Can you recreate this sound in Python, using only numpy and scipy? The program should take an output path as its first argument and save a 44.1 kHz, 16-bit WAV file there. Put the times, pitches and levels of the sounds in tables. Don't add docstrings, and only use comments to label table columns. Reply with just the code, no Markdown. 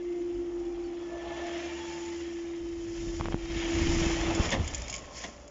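import sys
import numpy as np
from scipy import signal
from scipy.fft import rfft, irfft, next_fast_len
from scipy.io import wavfile

SR = 44100
rng = np.random.default_rng(int(sys.argv[2]) if len(sys.argv) > 2 else 0)


def persist_wave(psi):
    counts = np.round(np.clip(psi, -1, 1) * 32767).astype(np.int16)
    wavfile.write(sys.argv[1], SR, np.atleast_2d(counts).T)


N = 242594
TIME = np.arange(N) / SR


def from_db(db):
    return 10 ** (np.asarray(db) / 20)


def rms_one(x):
    return x / np.sqrt(np.mean(x ** 2) + 1e-20)


def in_time(rows):
    s, *columns = np.transpose(rows)
    return [np.interp(TIME, s, column) for column in columns]


def drift(rate):
    step = 8
    size = next_fast_len(N // step + 2)
    hz = np.arange(size // 2 + 1) * SR / step / size
    slow = irfft(rfft(rng.standard_normal(size)) / (1 + (hz / rate) ** 4), size)
    return np.interp(np.arange(N) / step, np.arange(size), rms_one(slow))


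def coloured(x, spectrum):
    hz = np.maximum(np.arange(N // 2 + 1) * SR / N, 1)
    points, db = np.transpose(spectrum)
    skirts = np.minimum(hz / points[0], 1) ** 3 * np.minimum(points[-1] / hz, 1) ** 3
    shape = from_db(np.interp(np.log(hz), np.log(points), db))
    return rms_one(irfft(rfft(x) * skirts * shape, N))


def turning(hz):
    return 2 * np.pi * np.cumsum(hz) / SR


def rough_tone(phase, width_hz):
    return drift(width_hz / 2) * np.cos(phase) + drift(width_hz / 2) * np.sin(phase)


def body(x, modes):
    out = np.zeros(N)
    for k, (hz, width, db) in enumerate(modes):
        r = np.exp(-np.pi * width / SR)
        poles = [1, -2 * r * np.cos(2 * np.pi * hz / SR), r * r]
        ringing = signal.lfilter([1, 0, -1], poles, x + 1e-18)
        out += (-1) ** k * from_db(db) * (1 - r * r) / 2 * ringing
    return out


def friction(grain_db):
    grain = drift(210) + 0.69 * drift(45)
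    return rng.standard_normal(N) * from_db(grain_db * grain)


def swell(full_s, hold, rise, fall):
    early = np.maximum(full_s - TIME, 0)
    late = np.maximum(TIME - full_s - hold, 0)
    return from_db(-10 * np.minimum(early / rise + late / fall, 20))


def swells(rows, steady_db=-np.inf):
    power = sum((from_db(db) * swell(*shape)) ** 2 for *shape, db in rows)
    return np.sqrt(from_db(steady_db) ** 2 + power)


# (frequency [Hz], relative density [dB])
STREET_SPECTRUM = [(25, -0.5), (70, -1), (115, -7), (145, -7.5), (200, -3.5), (300, 0), (520, -5),
                   (900, -20), (2000, -20)]
STREET_DB = -55


def street():
    return from_db(STREET_DB) * coloured(rng.standard_normal(N), STREET_SPECTRUM)


# (time [s], firing rate [Hz])
VAN_FIRING_RATE = [(0, 51.3), (.17, 46.4), (.45, 49.1), (.85, 44.64), (1.35, 65), (1.8, 75.7), (2.08, 78.3),
                   (2.65, 55.66), (3.1, 44.04), (3.9, 51.35), (5.5, 63.14)]
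# (full at [s], hold [s], rise [s per 10 dB], fall [s per 10 dB], level [dB])
VAN_THROTTLE = [(.3, 0.57, 0.089, 0.25, -52), (1.3, 0.04, 0.11, 0.098, -46.5), (1.75, 0.65, .3, .15, -54.5),
                (2.87, 0.5, 0.11, 0.29, -45.5), (3.8, 0.4, 0.47, 0.5, -34.5),
                (4.8, 0.071, 0.12, 0.24, -46.5)]
ENGINE_DB = -58


def van_engine():
    hz, = in_time(VAN_FIRING_RATE)
    phase = turning(hz)
    firing = 0.85 * np.sin(phase) + 0.74 * rough_tone(phase, 27)
    firing += 0.27 * rough_tone(2 * phase, 26)
    firing += 0.15 * rough_tone(3 * phase, 24)
    return swells(VAN_THROTTLE, ENGINE_DB) * firing


# (frequency [Hz], relative density [dB])
RUSH_SPECTRUM = [(200, -1), (400, -1), (520, 0), (640, 1.5), (850, -.5), (1100, -4), (1400, -8),
                 (2000, -30.5)]
# (full at [s], hold [s], rise [s per 10 dB], fall [s per 10 dB], level [dB])
RUSH_SWELLS = [(.5, 0.84, 1, 0.27, -56), (1.32, 0.05, 0.28, 0.87, -46), (3, 0.12, 0.39, .3, -56.5),
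               (3.65, 0.37, 0.19, 0.78, -44.5), (4.3, 0.13, 0.39, 0.22, -37), (4.85, 0.38, .3, 0.33, -54.5)]
RUSH_DB = -62.5


def low_mid_rush():
    return swells(RUSH_SWELLS, RUSH_DB) * coloured(friction(grain_db=1.6), RUSH_SPECTRUM)


# (frequency [Hz], relative density [dB])
WIND_SPECTRUM = [(22, -3.5), (35, 3), (55, -9.5), (80, -0.5), (110, -5.5), (145, -12.5), (175, -8.5),
                 (230, -11.5), (290, -10.5)]
# (full at [s], hold [s], rise [s per 10 dB], fall [s per 10 dB], level before lumps [dB])
WIND_GUSTS = [(3.2, 0.14, .38, 0.05, -42), (3.9, 0.18, 0.33, 0.24, -33), (4.35, .15, 0.12, 0.27, -34.5)]


def wind():
    lumps = from_db(3.66 * drift(14))
    return swells(WIND_GUSTS) * lumps * coloured(rng.standard_normal(N), WIND_SPECTRUM)


# (frequency [Hz], relative density [dB])
SCUFF_SPECTRUM = [(90, 2), (250, -13.5), (700, -7), (1300, -18), (3200, -16.5), (4200, -30)]
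# (full at [s], hold [s], rise [s per 10 dB], fall [s per 10 dB], level [dB])
GRIP_SCUFFS = [(3.2, 0.011, .012, .02, -44.5), (3.245, .028, .04, 0.015, -43.5),
               (3.326, 0.0073, 0.014, 0.006, -39)]


def grip():
    return swells(GRIP_SCUFFS) * coloured(friction(grain_db=2.0), SCUFF_SPECTRUM)


# (frequency [Hz], width [Hz], level [dB])
CASE_MODES = [(1050, 440, -8.5)]
# (time [s], peak level [dB], width [s], push +1 or pull -1)
MICROPHONE_POPS = [(3.199, -22, 0.00025, -1), (3.2059, -21.5, 0.0017, 1), (3.21, -17.5, .0002, -1),
                   (3.2109, -14.5, 0.0002, -1), (3.2572, -15, 0.000089, -1), (3.285, -16, 0.00029, 1),
                   (3.324, -20, 0.000089, -1), (3.3442, -11, 0.00066, 1), (3.3459, -21.5, 0.00062, -1),
                   (3.886, -21, .003, -1), (3.926, -18, 0.0025, -1), (3.935, -16, .0016, 1),
                   (3.972, -20, .004, 1), (3.984, -19, .003, -1), (4.016, -17, 0.00058, 1),
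                   (4.06, -23, .0025, -1), (4.067, -12, 0.0017, 1), (4.102, -18, 0.00065, 1),
                   (4.4, -8.5, 0.0013, -1), (4.407, -13, 0.0022, 1)]


def pops(leak_hz, soft_hz):
    spikes = np.zeros(N)
    for s, db, width, way in MICROPHONE_POPS:
        distance = np.minimum(np.abs(TIME - s) / width, 20)
        spikes += np.sign(way) * from_db(db) * np.exp(-distance ** 0.89)
    soften = signal.butter(2, soft_hz, fs=SR, output="sos")
    leak = signal.butter(1, leak_hz, "high", fs=SR, output="sos")
    blunt = signal.sosfilt(soften, spikes + body(spikes, CASE_MODES))
    return signal.sosfilt(leak, blunt)


DRIVE_HZ, SAG_HZ_PER_S = 347.7, 3.25
OVERSHOOT_HZ, SETTLE_S = 2.49, 0.32
DRIVE_STOP_S, RUN_DOWN_S = 4.37, 0.093
FLUTTER_SHARE, SMOOTH_SHARE = 0.38, 0.16
SMOOTH_FROM_S, SMOOTH_FOR_S = 1.8, 1.3
SMOOTH_IN_S, SMOOTH_OUT_S = 0.062, 0.16
SMOOTH_QUIET_DB = 7
# (time [s], level [dB])
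DRIVE_LEVEL = [(0, -36.5), (.07, -33), (.45, -34), (.9, -36.5), (1.25, -40.5), (1.65, -38), (1.85, -40),
               (2.15, -36.5), (3.2, -37), (3.4, -41), (3.68, -32), (4.03, -31.5), (4.35, -33)]
# (multiple of its pitch, level against the hum [dB])
DRIVE_WEAK_TONES = [(.8, -19), (0.926, -18.5), (2, -27)]


def drive():
    level_db, = in_time(DRIVE_LEVEL)
    smooth = swell(SMOOTH_FROM_S, SMOOTH_FOR_S, SMOOTH_IN_S, SMOOTH_OUT_S)
    depth = FLUTTER_SHARE + (SMOOTH_SHARE - FLUTTER_SHARE) * smooth
    overshoot = OVERSHOOT_HZ * np.exp(-TIME / SETTLE_S)
    phase = turning(DRIVE_HZ - SAG_HZ_PER_S * TIME + overshoot)
    shake = turning(19 + 6 * drift(4.8))
    hum = np.sqrt(2) * (np.sin(phase) + 0.52 * depth * np.sin(phase - shake))
    hum += 0.43 * depth * rough_tone(phase, 26)
    for multiple, tone_db in DRIVE_WEAK_TONES:
        hum += from_db(tone_db - SMOOTH_QUIET_DB * smooth) * rough_tone(multiple * phase, 29)
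    running = swell(0, DRIVE_STOP_S, 1, RUN_DOWN_S)
    return from_db(level_db) * hum * running


# (time of the middle [s], length [s], pitch [Hz], glide [Hz per s], roughness width [Hz],
# level [dB], clean share [0-1])
ROUGH_TONES = [(0.067, 0.29, 2080, 8, 72, -64.5, 0.4), (0.758, 0.33, 781, -10, 29.9, -58.5, 1),
               (0.856, .05, 4520, -2500, 101, -66, .6), (1.385, .5, 682, 0, 45, -45.5, .62),
               (1.42, 0.62, 635.5, -0.5, 101, -49.5, 0.32), (1.37, 0.23, 856, 0, 50.6, -51.5, 0.3),
               (1.92, 0.42, 882, -12, 44.5, -50.5, 0.6), (1.318, 0.46, 1755, 40, 75, -54.5, .45),
               (1.778, 0.39, 1717, 0, 98.6, -58, 0.2), (1.36, 0.21, 3420, -150, 109, -64, 0.1),
               (1.76, 0.3, 2340, -650, 45, -57, 0.5), (1.82, 0.26, 2800, -1, 60, -60, 0.6),
               (1.949, .35, 6930, 151.5, 111, -59.5, .4), (2.12, 0.1, 2050, -300, 50, -56, 0.8),
               (2.35, 0.26, 1766, -550, 127, -61.5, 0.26), (2.6, .62, 3073, -11, 25, -66, 0.8),
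               (4.923, 0.6, 578, -0.5, 110, -55, .3), (5.12, 0.42, 1064, -150, 70, -57.5, 0.33),
               (5.42, 0.31, 580, 32, 25, -56, 0.67)]


def groans():
    out = np.zeros(N)
    for s, length, hz, glide, width, db, clean in ROUGH_TONES:
        singing = np.exp(-np.abs((TIME - s) / length * 1.76) ** 8)
        phase = turning(hz + glide * (TIME - s) + 0.12 * width * drift(19.87))
        tone = clean * np.sqrt(2) * np.sin(phase) + (1 - clean) * rough_tone(phase, width)
        out += from_db(db) * singing * rms_one(tone)
    return out


def hollow(x, echo):
    out = x.copy()
    lags = (rng.uniform(0.001, 0.012, size=8) * SR).astype(int)
    for lag in lags:
        out[lag:] += echo * rng.choice([-1, 1]) * x[:-lag]
    return rms_one(out)


# (lowest pitch [Hz], highest pitch [Hz], number of voices, gain under the scrape swells [dB])
SINGING_RODS = [(1850, 3550, 14, -6.5), (5140, 6800, 10, -13)]
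VOICE_WIDTH_HZ, VOICE_WANDER_HZ, VOICE_PATCHY_DB = 49, 110, 4


def rod_voices():
    out = np.zeros(N)
    for low_hz, high_hz, count, db in SINGING_RODS:
        voices = np.zeros(N)
        for hz in np.geomspace(low_hz, high_hz, int(round(count))):
            patches = from_db(VOICE_PATCHY_DB * drift(8))
            phase = turning(hz + VOICE_WANDER_HZ * drift(3))
            voices += patches * rough_tone(phase, VOICE_WIDTH_HZ)
        out += from_db(db) * rms_one(voices)
    return out


CLATTER_PER_S, CLATTER_DB = 170, -9
# (frequency [Hz], width [Hz], level [dB])
ROD_MODES = [(2244, 160, -2.5), (3220, 360, -7.5), (5100, 390, -6), (6640, 537, -3), (7160, 180, 0.5)]


def clatter(spread_db):
    strengths = from_db(spread_db * np.minimum(rng.exponential(1, N), 3))
    touches = strengths * rng.choice([-1, 1], N) * (rng.random(N) < CLATTER_PER_S / SR)
    return rms_one(body(touches, ROD_MODES))


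# (frequency [Hz], relative density [dB])
SCRAPE_SPECTRUM = [(900, -16), (1100, -10.5), (1250, -8), (1450, -7), (1570, -6), (1720, 0), (2150, 0),
                   (2370, -4.5), (2560, -1), (3200, -2.5), (3550, -6), (4000, -10), (4800, -15),
                   (6000, -33.5)]
# (frequency [Hz], relative density [dB])
HISS_SPECTRUM = [(3600, -28), (4200, -9.5), (4700, -3), (5250, 2), (6100, 0), (6600, -1), (7050, 3),
                 (7400, -7.5), (7800, -36.5)]
SCRAPE_DB, HISS_DB = -66.5, -66
# (full at [s], hold [s],
# rise [s per 10 dB], fall [s per 10 dB], scrape swell level [dB], hiss swell level [dB])
SKIRT_RUBS = [(0, 0.96, .3, 0.3, -61, -73), (1.345, 0.05, 0.32, 0.31, -49.5, -60),
              (1.468, 0.16, 0.11, 0.84, -46.5, -57), (1.927, 0.13, 0.34, 0.4, -55, -53),
              (3.006, 0.16, 0.29, 0.19, -53, -52.5), (3.598, 0.68, 0.13, 0.37, -39.5, -50.5),
              (3.892, 0.22, 0.3, 0.26, -43, -43), (4.446, 0.014, 0.082, 0.038, -39.5, -40.5),
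              (4.755, 0.12, 0.38, 0.3, -51, -52), (5.171, 0.024, 0.033, 0.099, -47, -45)]


def skirt():
    scraping = swells([(*shape, db) for *shape, db, _ in SKIRT_RUBS], SCRAPE_DB)
    hissing = swells([(*shape, db) for *shape, _, db in SKIRT_RUBS], HISS_DB)
    scrape = from_db(-1.3) * hollow(coloured(friction(grain_db=1.76), SCRAPE_SPECTRUM), echo=0.095)
    hiss = hollow(coloured(friction(grain_db=1.63), HISS_SPECTRUM), echo=0.12)
    touches = from_db(CLATTER_DB) * clatter(spread_db=1.5)
    return scraping * (scrape + rod_voices()) + hissing * (hiss + touches)


def strikes(events, modes, snap, rise, linger, gain_db):
    chatter = rng.standard_normal(N) * from_db(1.9 * drift(700))
    octaves = np.log2([hz for hz, _, _ in modes])
    octaves = octaves - octaves.mean()
    age = TIME[:SR // 2]
    out = np.zeros(N)
    for k, (mode, octave) in enumerate(zip(modes, octaves)):
        snaps = np.zeros(N)
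        force = np.zeros(N + SR)
        clock = age * 2 ** (linger * octave)
        for s, db, t60, tilt_db in events:
            start = int(s * SR)
            strength = from_db(db + tilt_db * octave)
            snaps[start] += snap * strength
            envelope = from_db(-60 * clock / t60) * (1 - np.exp(-clock / rise))
            force[start:start + len(age)] += strength * envelope
        out += (-1) ** k * body(snaps + force[:N] * chatter, [mode])
    return from_db(gain_db) * out / np.std(body(chatter, modes))


# (time [s], relative strength [dB],
# nominal 60 dB decay of the contact [s], brightness [dB per octave])
ROD_CLICKS = [(1.466, -36, .05, -4), (1.528, -36, .04, -3.5), (1.576, -32, .025, -3.5),
              (3.576, -32, .03, -3), (4.059, -21, 0.036, -4), (4.349, -21.5, 0.069, 3),
              (4.491, -21, 0.036, -9), (4.504, -18, .025, 0.5), (4.6443, -28, 0.069, -3),
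              (4.6766, -20.5, 0.051, -1.5), (4.7374, -24, 0.017, 0), (4.7458, -19, 0.034, 4),
              (4.7495, -22, 0.036, -1), (4.78, -32, .03, 6), (4.8198, -22.5, 0.017, 3),
              (4.8814, -23.5, 0.024, 2.5), (4.8982, -19.5, 0.051, 2), (4.9268, -21.5, .04, -2),
              (4.9402, -17, 0.022, -4), (4.9504, -20.5, 0.039, 0), (4.9624, -24, 0.031, 2),
              (4.98, -31, .04, -1), (4.989, -32, .035, 2), (5.4784, -36.5, 0.027, 4)]


def rattle():
    return strikes(ROD_CLICKS, ROD_MODES, snap=6.2, rise=0.00026, linger=0.077, gain_db=-12.0)


# (frequency [Hz], width [Hz], level [dB])
ARM_MODES = [(180, 58, 5), (540, 35, 4), (678, 47, 3.5), (1010, 350, -4), (1780, 190, 1), (2110, 220, 2),
             (2800, 320, -3), (3420, 290, -1.5), (5170, 700, -7.5), (6550, 600, -6.5)]
# (time [s], relative strength [dB],
# nominal 60 dB decay of the contact [s], brightness [dB per octave])
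ARM_KNOCKS = [(4.5145, -24, .12, 0), (4.521, -21, .11, -1.2), (4.535, -30, .13, -0.5),
              (5.2372, -28.5, .13, 0)]


def knocks():
    return strikes(ARM_KNOCKS, ARM_MODES, snap=4.5, rise=0.0022, linger=0.24, gain_db=-3.5)


SHUDDER_HZ = 75
# (full at [s], hold [s], rise [s per 10 dB], fall [s per 10 dB], level [dB])
ARM_SHUDDER = (4.6, .02, .025, .075, -33.5)


def shudder(width_hz):
    *shape, db = ARM_SHUDDER
    phase = turning(SHUDDER_HZ + width_hz * drift(20))
    return from_db(db) * swell(*shape) * np.sqrt(2) * np.sin(phase)


def scene():
    background = street() + van_engine() + low_mid_rush() + wind()
    handling = grip() + pops(leak_hz=45, soft_hz=4200)
    barrier = drive() + groans() + skirt() + rattle() + knocks() + shudder(width_hz=6)
    return (background + handling + barrier)[None, :]


CUTOFF_HZ = 7750


def record(dry):
    steep = signal.ellip(12, 0.2, 70, CUTOFF_HZ, fs=SR, output="sos")
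    return signal.sosfilt(steep, dry)


dry = scene()
out = record(dry)
persist_wave(out)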